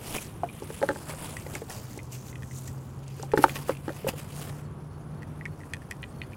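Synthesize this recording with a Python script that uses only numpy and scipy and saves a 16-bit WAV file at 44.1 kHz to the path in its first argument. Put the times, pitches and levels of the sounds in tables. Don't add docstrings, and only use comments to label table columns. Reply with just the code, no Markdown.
import sys
import numpy as np
from scipy import signal
from scipy.fft import rfft, irfft
from scipy.io import wavfile
from scipy.ndimage import uniform_filter1d

SR = 44100
rng = np.random.default_rng(int(sys.argv[2]) if len(sys.argv) > 2 else 0)


def generate_wav(signal):
    frames = np.transpose(np.atleast_2d(signal))
    scaled = np.clip(frames, -1, 1) * 32767
    pcm = np.round(scaled).astype(np.int16)
    wavfile.write(sys.argv[1], SR, pcm)


N = 280696


def gain_of(db):
    return 10 ** (np.asarray(db) / 20)


def evened(x):
    return x / np.sqrt(np.mean(x ** 2) + 1e-20)


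def curve(rows):
    s, *columns = np.transpose(rows)
    return [np.interp(np.arange(N) / SR, s, c) for c in columns]


def add(mix, s, sound):
    part = mix[round(s * SR):][:len(sound)]
    part += sound[:len(part)]


def colour(x, shape):
    hz, db = np.transpose(shape)
    f = np.fft.rfftfreq(N, 1 / SR) + 1
    shape_db = np.interp(np.log(f), np.log(hz), db, -100, -100)
    return evened(irfft(rfft(x) * gain_of(shape_db), N))


def wander(cutoff_hz):
    lowpass = signal.butter(2, cutoff_hz, fs=SR, output="sos")
    return evened(signal.sosfilt(lowpass, rng.standard_normal(N)))


def ring(modes, rise_s):
    hz, db, t60 = np.transpose(modes)[:, :, None]
    t = np.arange(SR // 8) / SR
    detune, way = rng.standard_normal((2, *hz.shape))
    decay = gain_of(db - 60 * t / np.maximum(t60, .003))
    x = np.sign(way) * decay * np.sin(2 * np.pi * hz * (1 + .012 * detune) * t)
    x = x.sum(0) * (1 - np.exp(-t / rise_s))
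    return x / abs(x).max()


def puff(lo_hz, hi_hz, t60):
    t = np.arange(SR // 16) / SR
    band = signal.butter(3, [lo_hz, min(hi_hz, SR * .45)], "band", fs=SR, output="sos")
    burst = rng.standard_normal(len(t)) * gain_of(-60 * t / max(t60, .001))
    x = signal.sosfilt(band, burst)
    return x / abs(x).max()


def peaks(rows, floor_db):
    slope_db = 12
    t, power = np.arange(N) / SR, gain_of(floor_db) ** 2
    for s, db, rise, fall in rows:
        away = np.where(t < s, (s - t) / rise, (t - s) / fall)
        power = power + gain_of(db - slope_db * away) ** 2
    return 10 * np.log10(power)


def traffic():
    # (frequency [Hz], density [dB per Hz])
    wash_shape = [(20, -30), (45, -10.5), (90, 2), (150, -3), (400, -13), (650, -20), (1120, -21),
                  (1900, -34), (3500, -40.5), (7000, -65), (10500, -67), (11400, -78), (15900, -70)]
    level_db = -43 + 0.86 * wander(1.8)
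    return gain_of(level_db) * colour(rng.standard_normal(N), wash_shape)


def engine_drone():
    # (time [s], mean firing rate [Hz], mean level [dB])
    engine_course = [(0, 148, -55.5), (.9, 152.2, -51), (1.25, 154, -48), (1.55, 140.5, -50),
                     (1.8, 124.3, -50.5), (2.3, 127.9, -41.5), (2.8, 133.4, -42.5), (3.5, 139, -41),
                     (4.2, 145.3, -44), (4.8, 148, -42.5), (5.5, 152.2, -44.5), (5.9, 140, -52),
                     (6.4, 135, -46.5)]
    hz, db = curve(engine_course)
    turns = np.cumsum(hz * (1 + .012 * wander(10))) / SR
    gusts_db = 2.6 * wander(14)
    return np.sqrt(2) * gain_of(db + gusts_db) * np.sin(2 * np.pi * turns)


def cricket():
    # (start time [s], first pulse level [dB])
    bouts = [(4.645, -68), (4.897, -76), (5.13, -76), (5.478, -74), (5.835, -77), (6.102, -72)]
    pulse_counts = [1, 2, 3, 2, 1, 4]
    gap_s, swell_db, pulse_s = 0.039, 3.5, 0.031
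    out, t = np.zeros(N), np.arange(round(pulse_s * SR)) / SR
    glide = np.sin(2 * np.pi * (4520 * t - 4000 * t ** 2))
    pulse = np.sqrt(2) * glide * signal.windows.tukey(len(t), .6)
    for (s, db), count in zip(bouts, pulse_counts):
        for k in range(count):
            add(out, s + k * gap_s, gain_of(db + k * swell_db) * pulse)
    return out


def insect_chorus():
    # (frequency [Hz], density [dB per Hz])
    chorus_shape = [(9000, -14), (9600, 0), (10100, -3), (10700, -3), (11200, -16)]
    level_db = -72 + 1.3 * wander(30)
    return gain_of(level_db) * colour(rng.standard_normal(N), chorus_shape)


def insect_trill():
    # (peak time [s], level [dB], half length [s])
    bursts = [(4.79, -76, .015), (5.34, -74, .1), (5.62, -69, .05), (5.81, -65, .03), (6.04, -68, .06),
              (6.09, -65, .04)]
    turns = np.cumsum(8450 * (1 + 0.00334 * wander(64))) / SR
    throb_db = 3.5 * wander(45)
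    trill_db = peaks([(s, db, half, half) for s, db, half in bursts], -90)
    return gain_of(trill_db + throb_db) * np.sin(2 * np.pi * turns)


def head_ticks():
    # (time [s], level [dB], nominal contact pitch [Hz], other head modes [relative dB],
    # hard edge [relative dB], bounce [relative dB])
    ticks = [(.1525, -35, 2250, 5, -5, -12), (.17, -33, 3080, -13, 2, -15), (.183, -29, 2480, -5, -16, -26),
             (.4888, -35.5, 2410, -6, -20, -4), (1.1038, -34.5, 2250, -17, -11, -6),
             (1.368, -28, 1950, -9, -3, -20), (1.4644, -38.5, 2030, -12, -14, -15),
             (1.5523, -27, 2210, -8, -12, -20), (1.7044, -35, 1870, -5, 2, -21),
             (1.9904, -36.5, 2020, -3, -13, -6), (2.3284, -40.5, 2040, -4, -11, -15),
             (2.3561, -38, 1960, 0.1, -7, -23), (2.4226, -42, 1860, -4, 1, 5),
             (2.511, -41, 2020, -10, -9, -6), (2.6803, -40.5, 1900, -6, -7, -7),
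             (3.3174, -34.5, 1780, -1, -3, -11), (3.495, -31, 2150, 5, -4, -13),
             (3.5574, -30.5, 1890, 3, 2, -0.6), (3.722, -39, 2150, -3, -9, -7),
             (3.7504, -46, 2706, 4, -11, -17), (3.769, -45, 2690, 3, -12, -19),
             (5.2215, -41, 1930, -12, -5.5, 4.5), (5.411, -32.5, 1970, -22, -22, -15),
             (5.4546, -26.5, 2230, -29, -8, -15), (5.4595, -27, 1960, -17, -21, -28),
             (5.6045, -44.5, 1950, -16, -4, 0), (5.6342, -40, 1840, -11, -13, -21),
             (5.7358, -25.5, 1820, -1, -1, -9.5), (5.7675, -44, 1730, -5, 0, -17),
             (5.819, -44, 1850, -10, -9, -10), (5.9118, -26.5, 1890, -5.5, -2.5, -7),
             (6.0295, -33.5, 1970, 4.5, -16, 0.3), (6.2166, -31, 1982, 2.5, -12, -18),
             (6.2354, -43, 2006, 0, -15, -12), (6.3205, -47, 1785, -3, -7, -9),
             (6.3335, -41.5, 2360, -3, -21, -8)]
    # (nominal frequency [Hz], level [dB], t60 [s])
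    head_modes = [(2480, 0, .02), (2750, -7, .014), (3080, -5, .014), (3500, -8, .012), (4200, -11, .01)]
    # (nominal frequency [Hz], level [dB], t60 [s], at least 0.003 in use)
    shell_modes = [(5000, -1, 0.0046), (5840, 5, 0.0028), (6500, -12, 0.0038), (7930, -2, 0.0055),
                   (10700, 4.5, 0.0027)]
    contact_t60, bounce_s = .017, .0093
    out = np.zeros(N)
    for s, db, hz, rest_db, hard_db, bounce_db in ticks:
        head = ring([(hz, 0, contact_t60)], .0003) + gain_of(rest_db) * ring(head_modes, .0003)
        first = head + gain_of(hard_db) * ring(shell_modes, .0002)
        bounce = head + gain_of(hard_db - 2) * ring(shell_modes, .0002)
        add(out, s, gain_of(db) * first)
        add(out, s + bounce_s, gain_of(db + bounce_db) * bounce)
    return out


def box_knocks():
    # (time [s], level [dB], nominal pitch of the struck wall [Hz], low walls [relative dB],
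    # small flaps [relative dB])
    knocks = [(0.4337, -19, 722, -6.5, -27), (.621, -31, 407, 2.5, -24), (.702, -33, 428, 0, -5),
              (0.8162, -27.5, 450, 3, -10), (0.8275, -21, 572, 0.5, -0.5), (.834, -21, 560, 1.5, -20),
              (0.8887, -29, 366, 6.5, 11.5), (0.894, -25, 557, -3, -12), (.904, -39, 290, 17, 10),
              (.913, -34, 577, -3, 4.5), (.959, -37.5, 364, 6, 2), (1.136, -36, 534, -11, 0),
              (1.464, -35.5, 513, 1.5, -18), (1.554, -38, 813, 6.5, 8), (1.618, -30, 457, -9, -19),
              (1.974, -37.5, 383.5, -0.5, -12), (3.197, -34, 450, -16, -7), (3.232, -35, 778, 2, -10),
              (3.336, -11, 450, -3.5, -18), (3.348, -34, 397, -6, -25), (3.375, -13.5, 363, -5, -4),
              (3.383, -23.5, 385, 2, -26), (3.39, -20, 293, -4, -20), (3.415, -32.5, 418, -2, -7),
              (3.44, -5.5, 885, -8, -3), (3.482, -34, 540, -5, 5), (3.559, -35, 1090, 1, -5),
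              (3.694, -13.5, 527, -11.5, -8), (3.705, -27, 295, -16, -8), (3.88, -26.5, 320, 1, -4),
              (3.892, -31.5, 310, 0, 1.5), (3.902, -29, 560, -18, -11), (4.0453, -24, 420, -22, -30),
              (4.068, -20, 538, -9, -33), (4.136, -34, 500, -7, -19)]
    # (nominal frequency [Hz], level [dB], t60 [s])
    wall_modes = [(290, 0, 0.096), (372, 4, 0.1), (450, -6.5, 0.19), (560, 6, 0.061), (848, 8.5, 0.041)]
    # (nominal frequency [Hz], level [dB], t60 [s])
    flap_modes = [(1260, 6, 0.015), (1330, 12, 0.0067), (1580, 1.5, 0.022), (1780, 2.5, 0.016)]
    wall_t60, hard_t60, hard_db = 0.053, .03, -16
    out = np.zeros(N)
    for s, db, hz, low_db, flap_db in knocks:
        t60 = hard_t60 if db > hard_db else wall_t60
        crack_db = -10.5 + 0.78 * flap_db
        walls = ring([(hz, 0, t60)], 0.00092)
        walls += gain_of(low_db) * ring(wall_modes, 0.00077)
        walls += gain_of(flap_db) * ring(flap_modes, 0.00044)
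        add(out, s, gain_of(db) * walls)
        punch = ring([(0.56 * hz, -3, .012), (1.43 * hz, 0.1, .012)], 0.0006)
        add(out, s, gain_of(db - 4.5) * punch)
        add(out, s, gain_of(db - 15) * puff(300, 1700, .07))
        add(out, s, gain_of(db + crack_db) * puff(890, 4900, 0.027))
    return out


def wrap_snaps():
    # (time [s], level [dB], pitch [Hz])
    snaps = [(.072, -33, 7520), (.237, -45, 7660), (.5506, -39, 10600), (.89, -31, 8470),
             (1.0271, -32.5, 10000), (1.0959, -46, 8950), (1.2, -40, 10200), (1.41, -43, 9300),
             (1.552, -22.5, 7200), (1.698, -31, 6630), (1.977, -32.5, 7110), (2.031, -37.5, 8370),
             (2.122, -35, 6560), (2.359, -46, 7040), (2.663, -45, 6790), (3.0799, -37, 6000),
             (3.166, -37, 9680), (3.2267, -30, 5300), (3.322, -35, 7070), (3.3654, -33, 5910),
             (3.483, -42, 10060), (3.553, -35, 5060), (3.693, -38, 12060), (3.7713, -41, 6990),
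             (4.076, -20, 10800), (4.196, -41, 8260), (4.389, -38, 10700), (5.464, -48, 6840),
             (5.7352, -32, 5800), (5.91, -29, 8000), (6.0226, -39, 9900)]
    out = np.zeros(N)
    for s, db, hz in snaps:
        add(out, s, gain_of(db) * puff(hz * 0.69, hz * 1.65, 0.016))
    return out


def crackle(per_s, count):
    size_db = 3.4 * np.minimum(rng.exponential(1, N), 5)
    size = gain_of(size_db) * (rng.random(N) < per_s / SR)
    crease, t, out = rng.integers(0, count, N), np.arange(200) / SR, np.zeros(N)
    for k, hz in enumerate(np.geomspace(3800, 13000, count)):
        pop = np.sin(2 * np.pi * hz * t) * np.exp(-t * hz / 2.0)
        out += signal.oaconvolve(size * (crease == k), pop / np.linalg.norm(pop))[:N]
    return evened(out)


def rubbing():
    # (peak time [s], hiss level [dB], rise [s], fall [s])
    strokes = [(.06, -46, 0.038, .2), (.165, -38, 0.11, 0.024), (.22, -42.5, 0.035, 0.053),
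               (.75, -53, 0.16, 0.38), (1.1, -43.5, 0.021, 0.046), (1.23, -45, 0.07, .23),
               (1.55, -45.5, 0.059, .045), (1.7, -45, 0.01, 0.18), (1.975, -54, 0.23, 0.023),
               (2.04, -58, .03, .03), (2.13, -45.5, 0.021, 0.078), (2.3, -50, 0.11, 0.016),
               (2.59, -47.5, 0.078, 0.06), (2.68, -45, 0.026, 0.023), (3.09, -63, 0.06, .3),
               (3.23, -55, 0.11, 0.061), (3.33, -61, 0.077, .024), (3.38, -41.5, 0.014, .03),
               (3.44, -36, 0.038, 0.016), (3.5, -42, 0.043, .04), (3.56, -41, 0.019, 0.033),
               (3.69, -44, 0.03, 0.047), (3.97, -52, .2, .1), (4.09, -33, 0.011, 0.012),
               (4.19, -48.5, 0.026, .08), (4.42, -45.5, 0.12, 0.081), (4.5, -53, 0.13, 0.029),
               (4.57, -56.5, 0.042, 0.08), (5.7, -65.5, .25, 0.27)]
    # (time [s], level [dB], film pitch [Hz],
    # film ring [dB], foam near 2.6 kHz [relative dB], middle near 4.8 kHz [relative dB],
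    # card, low [relative dB], top treble [relative dB])
    rustle = [(0, -77, 10300, 0, 5.5, -2, 13, -6.5), (.6, -56, 9700, 7, 9, -22, 0, -5),
              (1, -52.5, 9500, 3, 4, 6.5, 17.5, -8), (1.3, -56, 8800, 12, 7, -7, 12.5, 0),
              (1.75, -59, 6500, 7, 3.5, 0.5, 15, -1), (2.1, -70, 6500, 13, 4, 3, 3, 2),
              (2.55, -55.5, 6650, 14, -4, -22, -2, -2), (2.75, -60.5, 6960, 13, -1.5, -5, 4, 4),
              (3.15, -68, 6240, 13, 11.5, 8.5, 0, 1), (3.43, -67, 7400, -4, 6.5, -1, 9.5, -8),
              (3.62, -50, 9500, 0, 7, 2, 14, -3), (3.78, -80, 9600, 3, 8, 0, 12, -4),
              (4.12, -58, 9250, 1, 11, 4, 14.5, -5), (4.45, -79, 9800, 0, 8, -1, 14.5, -7),
              (4.75, -71, 9000, -9, 4.5, 0, 26.5, -16), (6.36, -65.5, 7998, -5, 5, 4, 20, -11)]
    # (frequency [Hz], density [dB per Hz])
    film_shape = [(2500, -60), (5500, -8), (7000, -5), (12000, -1), (15800, -2.5)]
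    sizes = gain_of(0.38 * np.minimum(rng.exponential(1, N), 6))
    slips = sizes * rng.standard_normal(N) * (rng.random(N) < 9000 / SR)
    clumps = gain_of(1.47 * wander(69) + 1.0 * wander(39))
    frames = dict(fs=SR, nperseg=256, noverlap=192)
    hz, t, z = signal.stft(slips * clumps, **frames)
    hz = hz[:, None]
    patches = uniform_filter1d(uniform_filter1d(rng.standard_normal(z.shape), 8, 0), 30, 1)
    z = z * gain_of(2.04 * evened(patches))

    s, _, *columns = np.transpose(rustle)
    film_hz, film_db, foam_db, mid_db, card_db, top_db = (np.interp(t, s, c) for c in columns)

    def bell(centre_hz, width_hz):
        return np.exp(-((hz - centre_hz) / width_hz) ** 2)

    f, db = np.transpose(film_shape)
    film = gain_of(np.interp(hz, f, db) + film_db * bell(film_hz, 2340))
    film = film * gain_of(top_db * np.clip(hz / 3000 - 3.3, 0, 1))
    film = film / np.sqrt((film ** 2).mean(0))
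    rest = gain_of(foam_db) * bell(2650, 1160)
    rest = rest + gain_of(mid_db) * bell(4750, 560)
    rest = rest + gain_of(card_db) * bell(445, 1004)

    treble = evened(signal.istft(z * film, **frames)[1][:N])
    body = signal.istft(z * rest, **frames)[1][:N] / np.std(slips)
    level_db = peaks(strokes, curve(rustle)[0])
    return gain_of(level_db) * (treble + body + gain_of(-5) * crackle(900, count=24))


def with_echoes(near):
    echoes = np.zeros(1200)
    echoes[rng.integers(100, 1200, 14)] = rng.standard_normal(14)
    echoes *= gain_of(-22 - 500 * np.arange(1200) / SR)
    return near + signal.oaconvolve(near, echoes)[:N]


def scene():
    background = traffic() + engine_drone() + cricket() + insect_chorus() + insect_trill()
    blows = head_ticks() + box_knocks() + wrap_snaps()
    softening = signal.butter(2, 11000, fs=SR, output="sos")
    near = signal.sosfilt(softening, blows)
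    return (background + with_echoes(near) + rubbing())[None]


def record(dry):
    lowpass = signal.firwin(1023, 15900, window=("kaiser", 9), fs=SR)
    return signal.oaconvolve(dry, lowpass[None], "same")


dry = scene()
out = record(dry)
generate_wav(out)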